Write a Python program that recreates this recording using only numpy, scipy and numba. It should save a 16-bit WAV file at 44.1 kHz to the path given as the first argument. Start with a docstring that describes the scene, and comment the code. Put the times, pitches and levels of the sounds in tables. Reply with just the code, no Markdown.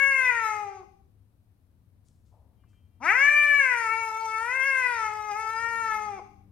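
"""Cat yowling in a living room

A cat on a table yowls twice at another cat, a metre from a small stereo camera in a hard-walled room.
Pulses of its vocal folds pass through throat and mouth resonances; the room smears every glide.
Traffic rumbles outside as filtered noise; a far horn and a passing engine are sums of harmonics.
Paws or hands rustle faintly, as short bursts of noise."""
import sys
import numpy as np
from scipy import signal
from scipy.fft import rfft, irfft, next_fast_len
from scipy.io import wavfile
from scipy.ndimage import uniform_filter1d
from numba import njit

SR = 44100
rng = np.random.default_rng(int(sys.argv[2]) if len(sys.argv) > 2 else 0)


def gain_from_db(level_db):
    """Turn a decibel level (scalar or array-like) into a linear amplitude factor."""
    decades = np.asarray(level_db, float) / 20
    return 10 ** decades


def to_wav(sig):
    """Store sig (one row per channel, or 1-D mono) as 16-bit WAV at the path in sys.argv[1].

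    Samples outside -1..1 are clipped; the rate is SR.
    """
    pcm = np.clip(np.atleast_2d(sig), -1, 1) * 32767
    pcm = np.round(pcm).astype(np.int16)
    wavfile.write(sys.argv[1], SR, pcm.T)  # frames by channels


N = 287091  # samples to keep
LEAD = 16384  # samples of sound before the start, so that the room already rings
T = (np.arange(N + LEAD) - LEAD) / SR  # seconds, negative during the lead


def on_log(hz, table, column=1):
    """Read a table whose first column is Hz, on a log-frequency axis."""
    table = np.array(table, float)
    return np.interp(np.log(np.maximum(hz, 1)), np.log(table[:, 0]), table[:, column])


def colour(x, gain):
    """Filter by a gain function of frequency."""
    size = next_fast_len(x.shape[-1])
    spectrum = rfft(x, size) * gain(np.fft.rfftfreq(size, 1 / SR))
    return irfft(spectrum, size)[..., :x.shape[-1]]


def unit(x):
    """Scale to rms 1."""
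    return x / np.sqrt(np.mean(x ** 2))


def walk(rate):
    """Smooth chance that turns about rate times a second; spread 1."""
    size = int(SR / rate / 2)
    steps = np.repeat(rng.standard_normal(len(T) // size + 1), size)[:len(T)]
    return unit(uniform_filter1d(steps, 2 * size))


def fold_cycles(firm_start_s):
    """Vocal folds: taut ones beat evenly, slack ones unevenly. Gives pitch, roughness and phase."""
    # The pitch of the folds. Each row: time in seconds, pitch in Hz.
    pitch = [(0, 549.2), (.1, 548.7), (.28, 500.2), (.35, 469), (.47, 435.4), (.63, 410.7), (.79, 380),
             (.84, 355), (3.0, 215), (3.05, 310.5), (3.1, 391), (3.15, 490.2), (3.19, 537.6), (3.24, 569.7),
             (3.29, 585.1), (3.38, 590), (3.47, 585.6), (3.58, 571.9), (3.66, 521), (3.75, 478.6),
             (3.88, 440.9), (3.98, 454), (4.11, 439.2), (4.24, 448.9), (4.29, 440), (4.37, 440),
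             (4.45, 465.8), (4.56, 531), (4.62, 527.8), (4.67, 548.6), (4.9, 486.4), (5.03, 437),
             (5.1, 423.3), (5.16, 426.5), (5.29, 421.7), (5.33, 405), (5.38, 436.4), (5.49, 443),
             (5.63, 460.1), (5.71, 462.7), (5.81, 458.2), (5.92, 431.1), (6.0, 423.2), (6.06, 422.8),
             (6.18, 383.4), (6.21, 332)]
    taut_hz, taut_rough, slack_rough = 590, 0.012, 0.14
    firm_s, firm_rough = 0.25, 0.02  # the first breath of the second yowl drives the folds firmly
    hz = uniform_filter1d(np.interp(T, *np.transpose(pitch)), size=600)
    rough = taut_rough + slack_rough * np.clip(1 - hz / taut_hz, 0, 1)
    firm = (T > firm_start_s) & (T < firm_start_s + firm_s)
    rough = np.where(firm, np.minimum(rough, firm_rough), rough)
    uneven_hz = hz * (1 + 0.074 * rough * walk(60.0))
    return hz, rough, 2 * np.pi * np.cumsum(uneven_hz) / SR


def mouth_shapes(partial_hz, coarse, jaw, edge_hz, split_hz, top_hz=14400):
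    """Resonances of throat, jaw, tongue, palate and lower and upper muzzle, as power at each partial."""
    # Throat, jaw, tongue and palate resonances. Each row: centre in Hz, width setting in Hz.
    tract = [(950, 570), (1720, 995), (2250, 400), (2750, 530)]
    # Drawing back the lips shortens the muzzle and lifts its resonances.
    # Each row: time in seconds, factor on frequency (reached in full from 8500 Hz up).
    lips = [(0, 1.2), (.4, 1.05), (.8, .98), (3.0, .96), (3.4, .99), (3.8, 1.09), (4.25, 1.04),
            (4.65, 1.17), (5.2, .99), (5.75, 1.1), (6.2, 1.03)]
    # Upper resonances of the muzzle. Each row: frequency in Hz, relative level in dB.
    muzzle_colour = [(3000, -10.5), (3400, -6.5), (3900, -11.5), (4500, -11), (5000, -3.5), (5600, -6),
                     (6300, 0.5), (7200, -13.5), (8300, -10), (9600, -20), (10200, -34), (10900, -32),
                     (11500, -23), (12300, -28), (14100, -27), (15500, -35)]
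    jaw_drop_hz = 540  # the jaw resonance sinks this far as the jaw shuts

    centres_hz, widths_hz = (list(c) for c in zip(*tract))
    centres_hz[1] = centres_hz[1] - jaw_drop_hz * (1 - jaw)
    # side pockets of the throat swallow the sound just above the palate resonance
    pockets = 1 + (partial_hz / edge_hz) ** 24
    shapes = []
    for centre, width in zip(centres_hz, widths_hz):
        shapes.append(1 / (1 + (2 * (partial_hz - centre) / width) ** 2) ** 3 / pockets)
    lip_share = np.clip((partial_hz - 6000) / 2500, 0, 1)
    muzzle_hz = partial_hz / np.interp(coarse, *np.transpose(lips)) ** lip_share
    muzzle = gain_from_db(2 * on_log(muzzle_hz, muzzle_colour))
    muzzle = muzzle * (partial_hz > edge_hz) * (partial_hz < top_hz)
    return shapes + [muzzle * (muzzle_hz < split_hz), muzzle * (muzzle_hz >= split_hz)]


@njit
def partials(phase, size, gate, step, fan):
    """Sum of harmonics whose sizes are given every step samples; fan holds their starting phases."""
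    out = np.zeros(len(phase))
    for i in range(len(phase) - step):
        j, a = i // step, (i % step) / step
        if gate[j + 1] + gate[j] > 0:
            turn = z = np.exp(1j * phase[i])
            for k in range(size.shape[1]):
                out[i] += (size[j, k] + a * (size[j + 1, k] - size[j, k])) * (z * fan[k]).real
                z = z * turn
    return out


def cat():
    """Two yowls: partials of the fold pulses, each weighted by the resonances it lies in."""
    # The two yowls, a list of rows for each. Each row: time in seconds, effort in dB,
    # jaw opening from 0 to 1, tongue clearance from 0 to 1.
    yowls = [
        [(0, 0, 0.96, 0.86), (.2, -0.5, 0.87, 0.95), (.29, -1, 0.85, 0.93), (.39, -1.5, .85, 0.23),
         (.48, 2, 0.49, 0.48), (.59, -7.5, 0.51, 0.67), (.65, -9.5, 0, 0.49), (.8, -19.5, 0.67, .45),
         (.85, -49, 0.1, .4)],
        [(3.0, -27, .3, 0.15), (3.03, -8.5, 0.8, 0.8), (3.05, 1.5, 0.56, 0.26), (3.09, 1, 0.95, 0.9),
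         (3.14, -3, 0.97, 0.86), (3.24, 1.5, 0.94, 0.91), (3.55, 1, 0.91, 0.9), (3.66, -1, 0.94, 0.92),
         (3.82, 0, 0.71, .35), (3.92, -1, 0.74, .75), (4.09, -1.5, 0.44, 0.39), (4.27, 1.5, 0.2, 0.15),
         (4.35, -2, 0.7, 0.69), (4.42, 0, 0.66, 0.08), (4.53, -3.5, 0.88, 0.92), (4.7, -0.5, .9, 0.84),
         (4.86, -0.5, 0.76, 0.77), (4.99, 0.5, 0.64, 0.12), (5.06, 0, 0.55, 0.62), (5.1, -6, 0.6, .63),
         (5.24, -7, 0.62, 0.53), (5.4, -3, 0.6, 0.58), (5.52, -3, .73, 0.22), (5.67, -1.5, 0.82, 0.44),
         (5.88, -1.5, 0.69, 0.17), (5.92, -1, 0.75, 0.6), (5.98, -2.5, 0.35, 0.55), (6.09, -8, 0.18, 0.4),
         (6.205, -15, 0.25, 0.7)],
    ]
    # Rows: first partial, throat, jaw, tongue, palate, lower muzzle, upper muzzle.
    # Each row: level at full opening in dB, dB per dB of effort, dB lost as the jaw shuts,
    # dB lost as the tongue rises.
    response = [(-46.5, 0.18, -1.5, 3.3), (-31.5, 0.6749, -3.16, 2.74), (-18.5, 2.08, 43.5, -2.4),
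                (-20.5, 1.68, -3.04, 36.5), (-38, 1.3, 5.5, 23.5), (-51, 1.01, 5.5, -1),
                (-50.5, 1.53, 5.5, 4.5)]
    # on high notes the first partial climbs into the throat resonance and the second climbs out of it
    high_note_hz, high_span_hz, throat_loss_db, first_gain_db = 506.6, 50, 12.5, 1
    edge_hz, split_hz = 2930, 7100  # where the muzzle range starts and where it is split
    shimmer_db, flicker_db, hoarse, breathy, rasp_hz = 0.5, 4.0, 4.0, 10.0, 220
    idle, fade_s = 0.16, 0.011
    step = 64  # samples between settings of the partials
    coarse = T[::step, None]

    s, *columns = np.transpose(np.concatenate(yowls))
    effort_db, jaw, tongue = (np.interp(coarse, s, c) for c in columns)
    first_db, throat_db, *levels_db = (
        db + a * effort_db - b * (1 - jaw) - c * (1 - tongue) for db, a, b, c in response)
    # the first yowl is already sounding when the lead begins
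    starts, ends = (T[0] - fade_s, yowls[1][0][0]), (yowls[0][-1][0], s[-1])
    gate = sum(np.clip(np.minimum(coarse - a, b - coarse) / fade_s, 0, 1) for a, b in zip(starts, ends))

    hz, rough, phase = fold_cycles(starts[1])
    coarse_hz = hz[::step, None]
    climb = np.clip((coarse_hz - high_note_hz) / high_span_hz, 0, 1)
    levels_db.insert(0, throat_db - throat_loss_db * climb)
    order = np.arange(1, 41)
    partial_hz = order * coarse_hz
    shapes = mouth_shapes(partial_hz, coarse, jaw, edge_hz, split_hz)
    # each resonance shares its power among the partials inside it, and fades when none is near
    power = sum(gain_from_db(2 * db) * p / (p.sum(1, keepdims=True) + idle) for db, p in zip(levels_db, shapes))
    power[:, :1] = gain_from_db(2 * (first_db + first_gain_db * climb))

    # in the muzzle range each partial swells and breaks on its own
    high, top = partial_hz > edge_hz, partial_hz > split_hz
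    flicker = unit(uniform_filter1d(rng.standard_normal(power.shape), size=30, axis=0))
    size = np.sqrt(2 * power) * gate * gain_from_db(flicker_db * flicker * high)
    fan = np.exp(0.7j * order ** 2)
    body, sheen, air = (
        partials(phase, size * part, gate[:, 0], step, fan) for part in (~high, high & ~top, top))

    # uneven cycles put grain between the partials, most in the treble
    rasp = unit(colour(rng.standard_normal(len(T)), lambda f: 1 / (1 + (f / rasp_hz) ** 8)))
    grain = rough * rasp
    voice = body * (1 + grain) + sheen * (1 + hoarse * grain) + air * (1 + breathy * grain)
    return gain_from_db(shimmer_db * walk(30.0)) * voice


def room(x):
    """Direct sound plus a diffuse tail, another at each port, all ringing through the standing waves."""
    # How long the room rings. Each row: frequency in Hz, seconds to fall by 60 dB.
    ring_times = [(200, .89), (800, 0.55), (2000, 0.5), (5000, 0.86), (12000, 0.15)]
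    # Standing waves between table, cabinet and walls; a negative level is a dip.
    # Each row: centre in Hz, width in Hz, gain at the centre in dB.
    standing = [(819, 14, 6.5), (1307.5, 56, 11), (1218, 210, -20), (1989, 51, 8), (2234, 34, 3.5),
                (2692, 61, 5.5), (2950, 150, -7)]
    gap_s, tail_db = 0.0063, -8  # wait before the tail; its energy against the direct sound
    t = np.arange(LEAD) / SR
    tail = 0
    for hz in 125 * 2 ** np.arange(8.0):  # one noise band per octave
        noise = rng.standard_normal((2, LEAD))
        band = colour(noise, lambda f: np.exp(-np.log2(np.maximum(f, 1) / hz) ** 2))
        tail = tail + band * gain_from_db(-60 * t / on_log(hz, ring_times)) * (t > gap_s)
    tail = tail * gain_from_db(tail_db) / np.sqrt(np.sum(tail ** 2, 1, keepdims=True))
    wet = x + signal.fftconvolve(x[None], tail, axes=1)[:, :len(x)]
    return colour(wet, lambda f: 1 + sum(
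        (gain_from_db(db) - 1) / (1 + 2j * (f - hz) / width) for hz, width, db in standing))


def shade_right(x):
    """The camera body shades and delays the sound on its way to the right port."""
    # Each row: frequency in Hz, right minus left in dB, lag of the right port in radians.
    shade = [(200, -5.5, .2), (500, -4.5, .4), (900, -7.5, .6), (1700, -10, .3), (2300, -4.5, .3),
             (3000, -5, .5), (4100, -2.5, .8), (5000, -1.5, 1.7), (6300, -4, 2.6), (7600, -7, 3.0),
             (9200, -9, 3.4), (10400, -2.5, 4.7), (11700, 1.2, 5.9), (13000, -2.5, 6.7), (14500, -7, 6.9)]
    return colour(x, lambda f: gain_from_db(on_log(f, shade)) * np.exp(-1j * on_log(f, shade, column=2)))


def traffic(alike=0.94):
    """Traffic through the walls: low noise nearly alike at both ports, slowly rising and falling."""
    # Each row: time in seconds, level in dB before the lean to the left.
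    traffic_levels = [(0, -59), (1.5, -61), (3.2, -59), (4.2, -63.5), (5.2, -61), (6.51, -56)]
    # Colour of the rumble. Each row: frequency in Hz, relative level in dB.
    rumble = [(20, -19.5), (55, -8.5), (99, -0.5), (128, -14), (190, -15.5), (260, -19), (400, -28.5),
              (850, -31), (1400, -35.5), (2500, -43), (5000, -70.5)]
    noise = rng.standard_normal((3, len(T)))
    shared = colour(noise[0], lambda f: 1 / (1 + (f / 600) ** 2))
    ports = shared * alike + noise[1:] * np.sqrt(1 - alike ** 2)
    ports = unit(colour(ports, lambda f: gain_from_db(on_log(f, rumble))))
    return ports * gain_from_db(np.interp(T, *np.transpose(traffic_levels)))


def microphone_hiss():
    """Each microphone's own steady hiss: separate noise at left and right."""
    # Each row: frequency in Hz, left level in dB, right level in dB, both relative.
    hiss_colour = [(302, 17, 10), (2000, 3.5, -3), (4000, 0.5, -1), (7400, -9.5, -3.5), (8000, -0.5, -10),
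                   (9000, 1, -10.5), (9600, 1.5, -3.5), (12000, 3, -4), (16000, -3, -1)]
    sides = [colour(rng.standard_normal(N), lambda f: gain_from_db(on_log(f, hiss_colour, column=c)))
             for c in (1, 2)]
    return gain_from_db(-80) * np.array(sides)


def rustles(size=16384):
    """Short bursts of friction noise around one centre each."""
    # Faint rustles, ticks and the two puffs as the folds let go. Each row: start in seconds,
    # noise level in dB before its envelope and the lean, centre in Hz, decay in seconds.
    bursts = [(0.824, -60, 693, 0.022), (1.665, -77, 7000, .0018), (2.045, -75.5, 7000, .11),
              (2.085, -57.5, 6620, 0.0014), (2.25, -80, 6000, .078), (2.312, -65.5, 700, 0.15),
              (2.636, -64, 1100, .0083), (2.68, -81, 6360, 0.084), (2.73, -70.5, 1300, .012),
              (6.19, -45, 707, 0.016)]
    width, rise = 1, 0.15  # shares of the centre and of the decay
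    out, age = np.zeros(len(T) + size), np.arange(size) / SR
    for s, db, hz, decay in bursts:
        noise = rng.standard_normal(size)
        grain = colour(noise, lambda f: 1 / (1 + (2 * (f - hz) / (width * hz)) ** 4))
        envelope = np.minimum(age / (rise * decay), 1) * np.exp(-age / decay)
        at = LEAD + int(s * SR)
        out[at:at + size] += unit(grain) * gain_from_db(db) * envelope
    return out[:len(T)]


def horn(waver_db=4):
    """Far two-tone horn: only the harmonics between about 1.8 and 3.3 kHz are heard, fluttering."""
    # Each row: start in seconds, end in seconds, pitch in Hz, base level in dB.
    tones = [(2.55, 2.78, 262.4, -87), (2.59, 2.98, 394, -89)]
    # Each row: frequency in Hz, relative level in dB.
    horn_colour = [(1700, -25), (2000, -8), (2370, 0), (2750, -7), (3150, 2), (3400, -25)]
    out = 0
    for start, end, hz, db in tones:
        fade = gain_from_db(-np.maximum(T - end, 0) * 150)  # echoes fade after the blast, 150 dB a second
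        blow = np.clip((T - start) / 0.072, 0, 1) * fade
        for k in range(int(1800 / hz) + 1, int(3300 / hz) + 1):
            level_db = db + on_log(k * hz, horn_colour) + waver_db * walk(19.0)
            out = out + blow * np.cos(2 * np.pi * k * hz * T) * gain_from_db(level_db)
    return out


def engine(waver_db=2):
    """Passing engine: three wavering harmonics of its firing rate, which sags as it passes."""
    # Each row: time in seconds, firing rate in Hz, base level in dB.
    passing = [(5.3, 111.2, -81), (5.5, 113.2, -77.5), (5.749, 111.5, -66), (5.999, 104.5, -66),
               (6.2, 103.2, -65.5), (6.51, 97.8, -66)]
    # Each row: multiple of the firing rate, dB added to the base level.
    orders = [(1, 3), (2, 4.5), (3, -3)]
    s, hz, db = np.transpose(passing)
    phase = 2 * np.pi * np.cumsum(np.interp(T, s, hz)) / SR
    out = 0
    for k, order_db in orders:
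        level_db = np.interp(T, s, db) + order_db + waver_db * walk(17.7)
        out = out + np.cos(k * phase) * gain_from_db(level_db) * (T > s[0])
    return out


def scene():
    """The cat in its room reaches the right port later and shaded; the other sounds too lean left."""
    left, right = room(cat()) * gain_from_db(1.5)
    voice = np.array([left, shade_right(right)])
    lean = gain_from_db(np.array([[3.0], [-4.5]]))  # dB, left and right
    others = traffic() + rustles() + horn() + engine()
    return (voice + lean * others)[:, LEAD:]


def low_pass(x):
    """Removes everything above the highest recorded frequency."""
    return signal.sosfilt(signal.butter(12, 15720, fs=SR, output="sos"), x)


def record(dry):
    """The two microphones add their hiss to the scene."""
    return low_pass(dry + microphone_hiss())


dry = scene()
out = record(dry)
to_wav(out)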